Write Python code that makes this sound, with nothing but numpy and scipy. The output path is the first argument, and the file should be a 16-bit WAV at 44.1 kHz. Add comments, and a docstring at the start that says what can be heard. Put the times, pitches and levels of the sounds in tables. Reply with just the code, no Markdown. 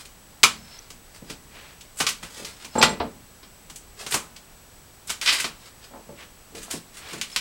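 """Plastic straps are cut and pulled off a shrink-wrapped cardboard box in a cluttered workshop.
Over a faint rumble and hiss, a tight strap snaps and whips the box, then drags and squeaks on the film.
A sleeve brushes past and more snaps follow. Near 3 s a strap hits the bench, the hollow box bumps
and a small steel part clinks. Just after 5 s one long, rasping pull draws a strap from under the box.
Softer bumps, drags and snaps end the scene. The room answers the blows with a short echo."""
import sys
import numpy as np
from scipy import signal
from scipy.fft import rfft, irfft
from scipy.io import wavfile
from scipy.ndimage import uniform_filter1d

SR = 44100
rng = np.random.default_rng(int(sys.argv[2]) if len(sys.argv) > 2 else 0)


def persist_wave(psi):
    """Save psi, clipped to +-1, as 16-bit WAV."""
    counts = np.round(np.clip(psi, -1, 1) * 32767).astype(np.int16)
    wavfile.write(sys.argv[1], SR, np.atleast_2d(counts).T)


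N = 326423
TAPS = 4096  # samples in one click
HZ = np.fft.rfftfreq(TAPS, 1 / SR)  # the frequencies at which a click's colour (tone balance) is set

# the worker stands between box and microphone: (time [s], share of the box hidden [0-1])
SHADOW = [(1.2, 0.13), (1.7, 0.43), (6.2, 0.29), (6.9, 0.14)]


def amp(db):
    """Turns decibels into a factor to multiply by."""
    return 10 ** (np.asarray(db) / 20)


def unit_level(x):
    """Scales a signal to an average (rms) level of 1."""
    return x / np.sqrt(np.mean(x ** 2) + 1e-20)


def wobble(length, smoothing):
    """A random wavering; smoothing over more samples makes it slower."""
    return unit_level(uniform_filter1d(rng.standard_normal(length), size=smoothing))


def look_up(points, hz):
    """Reads between the rows of a table, on a logarithmic frequency scale."""
    row_hz, value = np.transpose(points)
    return np.interp(np.log(hz + 1), np.log(row_hz + 1), value)


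def add(mix, s, sound):
    """Mixes a sound in at s seconds."""
    at = round(s * SR)
    sound = sound[max(-at, 0):]
    part = mix[max(at, 0):][:len(sound)]
    part += sound[:len(part)]


def noise(colour):
    """Steady noise of a given colour."""
    gain = amp(look_up(colour, np.fft.rfftfreq(N, 1 / SR)))
    return unit_level(irfft(rfft(rng.standard_normal(N)) * gain, N))


def resonances(peaks):
    """The boost in dB around an object's natural tones, at most 8 dB from each."""
    return sum(min(db, 8) / (1 + (2 * (HZ - hz) / width) ** 2) for hz, width, db in peaks)


def tint(body_db, treble_db, body_hz=1400, treble_hz=6100):
    """Contact with the box adds body (low tones); a sharper release adds treble (high tones)."""
    return body_db / (1 + (HZ / body_hz) ** 4) + treble_db / (1 + (treble_hz / (HZ + 1)) ** 12)


def click(colour_db):
    """The shortest click with this colour, holding the energy of one millisecond at 0 dB."""
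    log_gain = np.log(amp(np.r_[colour_db, colour_db[-2:0:-1]]))
    spectrum = np.exp(np.conj(signal.hilbert(log_gain)))  # packs the energy at the start
    pulse = np.fft.ifft(spectrum).real
    return pulse / np.linalg.norm(pulse) * np.sqrt(SR / 1000)


def scuff(length_s):
    """A dying run of tiny slips that spreads a blow in time without colouring it."""
    t = np.arange(2 * TAPS) / SR
    spectrum = rfft(rng.standard_normal(len(t)) * np.exp(-t / length_s))
    for _ in range(3):  # make all frequencies equally strong, then fade again
        run = irfft(spectrum / (abs(spectrum) + 1e-12)) * np.exp(-t / (4 * length_s))
        spectrum = rfft(run)
    return run / np.linalg.norm(run)


def swell(rise_s, fall_s):
    """Gives the time to the peak and a curve that climbs 20 dB in rise_s and drops 20 dB in fall_s."""
    t = np.arange(-1.5 * rise_s, 2 * fall_s, 1 / SR)
    return -t[0], amp(-20 * np.where(t < 0, -t / rise_s, t / fall_s) ** 1.6)


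def workshop(sound, s, room_db, clutter_db=9.5, clutter_s=0.035, build_s=0.0024):
    """The room passes on the direct sound, three near echoes and a short fading tail."""
    fade_times = [(100, 0.77), (220, 0.49), (450, 0.29), (1000, 0.36), (2700, 0.29), (7000, 0.27),
                  (14000, 0.24)]  # the room's tail: (frequency [Hz], time to fade 60 dB [s])
    echoes = [(.0026, -4.5), (.0052, -15.5), (.0098, -17)]  # bench, wall, shelves: (delay [s], level against the tail [dB])
    hz, t, spectra = signal.stft(rng.standard_normal(SR // 2), SR, nperseg=256)
    tail = signal.istft(spectra * amp(-60 * t / look_up(fade_times, hz)[:, None]), SR, nperseg=256)[1]
    t = np.arange(len(tail)) / SR
    tail *= (1 - np.exp(-(t / build_s) ** 2)) * amp(clutter_db * np.exp(-t / clutter_s))
    response = amp(room_db) * tail / np.linalg.norm(tail)
    early = signal.unit_impulse(TAPS)
    for delay, db in echoes:  # rough surfaces smear each echo
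        add(early, delay * rng.uniform(.9, 1.1), amp(db + room_db) * scuff(0.00037))
    # the worker's body dulls the first arrivals but not the tail
    hidden = np.interp(s, *np.transpose(SHADOW))
    loss_db = hidden * (-1 + tint(body_db=0, treble_db=-6))
    shade = click(loss_db)
    shade *= np.sqrt(np.mean(amp(loss_db) ** 2)) / np.linalg.norm(shade)
    add(response, 0, signal.fftconvolve(early, shade))
    return signal.fftconvolve(sound, response)


def background(air_db=-50.1, drift_hz=1.4):
    """Low rumble and hiss of the room, with the thin whine of electronics."""
    air_colour = [(12, -28), (20, 0), (248, -13), (328, -16.5), (367, -15), (558, -17), (718, -17),
                  (780, -17), (976, -18.5), (3340, -24), (6010, -24.5), (7310, -26), (7950, -20.5),
                  (8650, -26.5), (16000, -29.5)]  # rumble and hiss: (frequency [Hz], level [dB])
    whine_tones = [(5809, -73), (7838, -63.5), (7897, -70.5), (15735, -65)]  # electronics: (pitch [Hz], level [dB])
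    out = amp(air_db) * noise(air_colour)
    for hz, db in whine_tones:
        pitch = hz + drift_hz * wobble(N, smoothing=3000)
        out += amp(db) * unit_level(np.sin(2 * np.pi * np.cumsum(pitch) / SR))
    return out


def sleeve_brushes(catch_db=1.5):
    """Countless cloth fibres slide over the film in a soft swish, catching a little as they go."""
    strokes = [(1.575, 0.092, 0.13, -46.5), (1.67, 0.082, 0.21, -53), (6.21, 0.054, 0.079, -43.5),
               (7.10, 0.17, 0.13, -40.5)]  # passes of the sleeve: (peak time [s], rise [s], fall [s], level [dB])
    cloth_colour = [(40, -24), (300, -5), (900, -3), (1500, -2), (2500, -0.5), (4000, -6), (6500, -14),
                    (16000, -28)]  # rubbing cloth: (frequency [Hz], level [dB])
    pressure = np.zeros(N)
    for s, rise, fall, db in strokes:
        lead_s, shape = swell(rise, fall)
        add(pressure, s - lead_s, amp(db) * shape)
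    return pressure * amp(catch_db * wobble(N, smoothing=300)) * noise(cloth_colour)


def steel_clinks():
    """A small steel part rings with three high tones after each touch."""
    touches = [(2.755, -43, -4), (2.7842, -22, -6), (2.827, -23.5, 1), (2.892, -31, -8)]  # taps on the steel: (time [s], level [dB], change to upper tones [dB])
    steel_tones = [(7550, 3, 0.067), (8113, 0, 0.11), (11200, -13, 0.092)]  # its ring: (pitch [Hz], level [dB], time to fade 60 dB [s])
    out, t = np.zeros(N), np.arange(SR // 2) / SR
    for s, db, upper_db in touches:
        for k, (hz, tone_db, fade_s) in enumerate(steel_tones):
            ring = workshop(amp(-60 * t / fade_s) * np.sin(2 * np.pi * hz * t), s, room_db=-4)
            add(out, s, amp(db + tone_db + upper_db * (k > 0)) * ring / abs(ring).max())
    return out


def strap_squeaks(waver=0.0058, stutter_db=3):
    """A strap edge sticks and slips on the film, giving a thin whistle that wavers and stutters."""
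    # squeaking strokes: (peak time [s], rise [s], fall [s], level [dB], pitch [Hz])
    squeaks = [(0.765, 0.25, 0.029, -50.5, 5280), (0.755, .08, .04, -56, 4160),
               (0.7912, .0014, 0.002, -32, 5970), (2.54, 0.045, 0.034, -57, 5400),
               (2.73, 0.046, 0.026, -55, 5200), (3.9922, .001, .002, -39, 5100),
               (7.34, 0.041, 0.045, -48, 5240)]
    out = np.zeros(N)
    grip = amp(stutter_db * wobble(N, smoothing=700))
    for s, rise, fall, db, pitch_hz in squeaks:
        lead_s, shape = swell(rise, fall)
        hz = pitch_hz * (1 + waver * wobble(len(shape), smoothing=120))
        whistle = unit_level(np.sin(2 * np.pi * np.cumsum(hz) / SR))
        add(out, s - lead_s, amp(db) * shape * whistle)
    return out * unit_level(grip)


def box_blow(dull_hz, scuff_s, bass_db=0):
    """One blow on the box; softer contact leaves only its low, hollow tones."""
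    box_colour = [(25, -15), (70, -6.5), (110, -12), (160, -2.5), (300, -2.5), (900, -0.5), (2000, 2.5),
                  (16000, -3.5)]  # struck cardboard: (frequency [Hz], level [dB])
    hollow_tones = [(163, 19, 3.5), (230.2, 19, 7), (263, 6.7, 2.5), (446.7, 23, 7), (567, 37, 5),
                    (697, 15, 3.5), (876, 30, 14.5)]  # air and walls of the box: (pitch [Hz], width [Hz], boost [dB])
    soft_db = -10 * np.log10(1 + (HZ / dull_hz) ** 6)
    colour = look_up(box_colour, HZ) + resonances(hollow_tones) + soft_db
    return signal.fftconvolve(click(colour + tint(bass_db, 0, body_hz=380)), scuff(scuff_s))


def box_bumps(judder_s=0.025, build_share=0.55, db_per_octave=17.5):
    """The shoved box judders over the bench in blows that weaken and dull until it settles."""
    # shoves: (time of hardest blow [s], level [dB], dull above [Hz], time to drop 20 dB [s], bass [dB])
    shoves = [(0.53, -38, 300, 0.11, 0), (1.222, -33, 400, 0.02, 0), (1.298, -33, 480, 0.05, 0),
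              (2.395, -34.5, 520, 0.09, 0), (2.779, -13.5, 920, 0.15, -2), (2.9, -22, 563, 0.05, 0),
              (3.003, -13.5, 920, 0.03, 0.5), (3.05, -28, 450, 0.035, 0), (4.005, -38, 750, 0.08, -8),
              (5.935, -31.5, 860, 0.075, -6), (6.09, -32, 590, 0.055, -1), (6.547, -31.5, 490, 0.068, -2),
              (6.68, -36.5, 1000, 0.06, -10), (6.736, -25.5, 490, 0.038, 0.5), (7.137, -29, 430, 0.06, 3)]
    out = np.zeros(N)
    for s, db, dull_hz, settle_s, bass_db in shoves:
        slide = np.zeros(SR // 2)
        for k, jitter in enumerate(rng.uniform(-0.1503, 0.148, size=7), -1):  # blow 0 is the hardest
            at = judder_s * (k + jitter * (k > 0))
            loss_db = min(20 * (max(at, -at / build_share) / settle_s) ** 2.14, 60)
            blow = box_blow(dull_hz / 2 ** (loss_db / db_per_octave), scuff_s=0.009, bass_db=bass_db)
            add(slide, at + judder_s, amp(-loss_db) * blow)
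        add(out, s - judder_s, amp(db) * workshop(slide, s, room_db=1))
    return out


def film_crinkle(s, shape, tint_db, slips_per_s, spread_db):
    """Film and strap stick and slip: many tiny clicks of uneven size follow a loudness curve."""
    film_colour = [(40, -36), (150, -26), (450, -8), (750, -10.5), (1200, -4), (2400, -1.5), (5000, -1),
                   (6200, -8.5), (8200, -9), (11000, -17.5), (16000, -30)]  # the film letting go: (frequency [Hz], level [dB])
    chance, size, sign = rng.random((len(shape), 3)).T
    size_db = spread_db * np.minimum(-np.log(size + 1e-9), 4)  # many small slips, a few big ones
    slips = shape * (chance < slips_per_s / SR) * np.sign(sign - .5) * amp(size_db)
    slips *= np.linalg.norm(shape) / (np.linalg.norm(slips) + 1e-9)
    one_slip = workshop(click(look_up(film_colour, HZ) + tint_db), s, room_db=4)
    return signal.fftconvolve(slips, one_slip / np.linalg.norm(one_slip))


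def strap_drags(body_db=3.5):
    """A strap drags over the film in short, crinkling strokes that swell and fade."""
    # strokes of the strap: (peak time [s], rise [s], fall [s], level [dB], treble [dB])
    strokes = [(0.005, 0.022, 0.016, -39, 8), (0.73, 0.22, 0.19, -49.5, 0), (1.161, 0.046, 0.022, -45.5, 7),
               (1.302, 0.056, 0.064, -41.5, 4), (2.002, 0.033, 0.012, -27.5, 20),
               (2.231, 0.017, 0.053, -38.5, 5), (2.38, 0.12, 0.11, -40, 8), (2.475, 0.04, 0.082, -41.5, 6),
               (2.62, 0.08, 0.08, -45, 4), (2.789, 0.06, 0.013, -34, 3), (3.989, 0.024, 0.11, -38, 7.5),
               (4.141, 0.055, 0.013, -25.5, 16), (5.102, 0.027, 0.012, -26.5, 8),
               (5.66, 0.11, 0.038, -47, 4), (5.849, 0.041, 0.019, -44.5, 4), (6.56, 0.02, 0.21, -42.5, 8.5),
               (6.73, 0.042, 0.06, -32, 9.5), (6.97, 0.048, 0.054, -41, 10), (7.12, 0.08, 0.12, -40, 5),
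               (7.349, 0.15, 0.045, -43.5, 8)]
    out = np.zeros(N)
    for s, rise, fall, db, treble_db in strokes:
        lead_s, shape = swell(rise, fall)
        crinkle = film_crinkle(s, shape, tint(body_db, treble_db), slips_per_s=750, spread_db=4.5)
        add(out, s - lead_s, amp(db) * crinkle)
    return out


def long_pull(edge_hz=2050, edge_width_hz=1000, edge_db=4.5):
    """A strap rasps over the box's edge with the effort; the film's fine hiss follows more gently."""
    effort = [(5.21, -43), (5.216, -25), (5.238, -34.5), (5.278, -16), (5.394, -27.5), (5.402, -24),
              (5.436, -43), (5.446, -29), (5.48, -44.5)]  # drawing a strap from under the box: (time [s], effort [dB])
    times, levels = np.transpose(effort)
    out, start = np.zeros(N), times[0]
    effort_db = np.interp(np.arange(start, times[-1], 1 / SR), times, levels)
    rasp_tint = tint(body_db=-5, treble_db=-4) + resonances([(edge_hz, edge_width_hz, edge_db)])
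    hiss_tint = tint(body_db=7.5, treble_db=15)
    rasp = film_crinkle(start, amp(effort_db - 2.8), rasp_tint, slips_per_s=600, spread_db=4.5)
    hiss = film_crinkle(start, amp(0.5 * effort_db - 21), hiss_tint, slips_per_s=1500, spread_db=6)
    add(out, start, rasp + hiss)
    return out


def strap_lashes(rise_s=0.0014):
    """A freed strap whips the side of the box or the bench and sets it ringing."""
    hits = [(0.4385, -4.3, 0), (2.069, -22.5, 0), (2.227, -38, 0), (2.815, -33, 1), (2.8286, -13.5, 1),
            (5.292, -29, 0), (7.362, -43, 0)]  # where the strap lands: (time [s], level [dB], target [0 box, 1 bench])
    # cardboard's close tones die fast and blur into a knock: (pitch [Hz], level [dB], 60 dB fade [s])
    side_tones = [(960, -6, .11), (1062, -2, .12), (1120, -2, .12), (1210, -3, .12), (1293, 0, .13),
                  (1345, -3, .12), (2237, 2, .1), (2392, 1, .1), (2444, 0, .1), (2815, -3, .1),
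                  (2915, -1, .11)]
    bench_tones = [(1044, -11, 0.34), (1105, -13, .23), (1400, 7.5, 0.16), (1983, -2.5, 0.32),
                   (2660, -22, 0.16), (2840, -9, 0.37), (3150, -2, .15), (3660, 4, 0.12), (4330, -13, 0.21),
                   (4170, 3, 0.17)]  # the bench's ring: (pitch [Hz], level [dB], 60 dB fade [s])
    out, t = np.zeros(N), np.arange(SR // 2) / SR
    for s, db, on_bench in hits:
        tones = bench_tones if on_bench else side_tones
        ring = sum(amp(tone_db - 60 * t / fade_s) * np.sin(2 * np.pi * (hz * t + rng.random()))
                   for hz, tone_db, fade_s in tones)
        add(out, s, amp(db) * ring * (1 - np.exp(-t / rise_s)) / np.sqrt(len(tones)))
    return out


def strap_snaps(crack_s=0.00036, tear_s=0.0012, thump_hz=660, thump_lag_s=0.001):
    """A strap lets go with a brief crack and tugs the box; the tighter it was, the longer it tears."""
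    snaps = [(0.054, -39, -4, 3), (0.4325, -4.5, -12, -6), (0.4367, -1.5, 4, 1.5), (0.904, -36, 2, 3),
             (1.300, -31, 5, 1.5), (1.809, -42, -20, 2), (2.003, -16.5, 7, -1), (2.0073, -17.5, 10, 1.5),
             (2.067, -13.5, -2, -3.5), (2.0883, -19, -3, 5.5), (2.230, -33.5, 9, 2), (2.448, -28.5, -11, 0),
             (2.647, -34, 5, 0), (2.815, -14, -15, -14), (2.8268, -3.3, 5, -6.5), (2.834, -12, 11, -22),
             (3.001, -29, 7, -40), (3.43, -44.5, 4, -22), (3.699, -37.5, 3.5, 3), (3.759, -35, -23, 13),
             (4.065, -26.5, 5.5, 2.5), (4.1222, -21, 5, -4), (4.143, -12.8, 11, 6.5),
             (4.363, -39, -1.5, -1), (5.073, -36, -6, 17), (5.102, -19.5, -2, 2), (5.2139, -23, -9, -2.5),
             (5.261, -14.5, -12, -11), (5.2758, -13.5, -11, -10), (5.2919, -12, -13, -12),
             (5.327, -22, -6, 3), (5.4012, -20, -3, 6), (5.4435, -19, 7, -5), (6.551, -37, -10, 2),
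             (6.631, -33, -7, 8.5), (6.7107, -22.5, -11, 8), (7.133, -30, 7, 4), (7.2137, -18, -8, -1.5),
             (7.362, -13, -4, -2)]  # straps letting go: (time [s], level [dB], body [dB], treble [dB])
    strap_colour = [(40, -31.5), (150, -16), (450, -14), (750, -10), (1200, -5.5), (1700, -6), (2400, -4),
                    (4500, -1), (6200, -2.5), (7800, -3.5), (10000, -9.5), (16000, -23)]  # cracking plastic: (frequency [Hz], level [dB])
    panel_tones = [(1165, 340, 4.5), (1510, 68, 4.5), (1960, 100, 3.5), (2396, 460, 5.5), (2980, 250, 4),
                   (3230, 160, 2)]  # panels of the box: (pitch [Hz], width [Hz], boost [dB])
    out, colour = np.zeros(N), look_up(strap_colour, HZ) + resonances(panel_tones)
    for s, db, body_db, treble_db in snaps:
        release = click(colour + tint(body_db, treble_db))
        crack = signal.fftconvolve(release, scuff(crack_s + tear_s * amp(db)))
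        hidden = np.interp(s, *np.transpose(SHADOW))
        room_db = -2 - 0.14 * db + 11 * hidden  # weak or hidden snaps have a larger share of echo
        add(out, s, amp(db) * workshop(crack, s, room_db))
        thump = box_blow(thump_hz * 2 ** (db / 45), scuff_s=0.007)  # duller for a weaker snap
        thump_db = -26.5 + 0.5 * db + body_db
        add(out, s + thump_lag_s, amp(thump_db) * workshop(thump, s, room_db=1))
    return out


def scene():
    """Everything at the bench, heard by one microphone."""
    straps = strap_snaps() + strap_lashes() + strap_drags() + long_pull()
    mix = straps + sleeve_brushes() + box_bumps() + strap_squeaks() + steel_clinks() + background()
    return mix[None]


def record(dry):
    """The hardest snaps overload the input and are clipped; then the highest treble is cut."""
    clipped = np.clip(dry, -1, 1)
    low_pass = signal.firwin(511, cutoff=16300, window=("kaiser", 9), fs=SR)
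    return signal.oaconvolve(clipped, low_pass[None], "same")


dry = scene()
out = record(dry)
persist_wave(out)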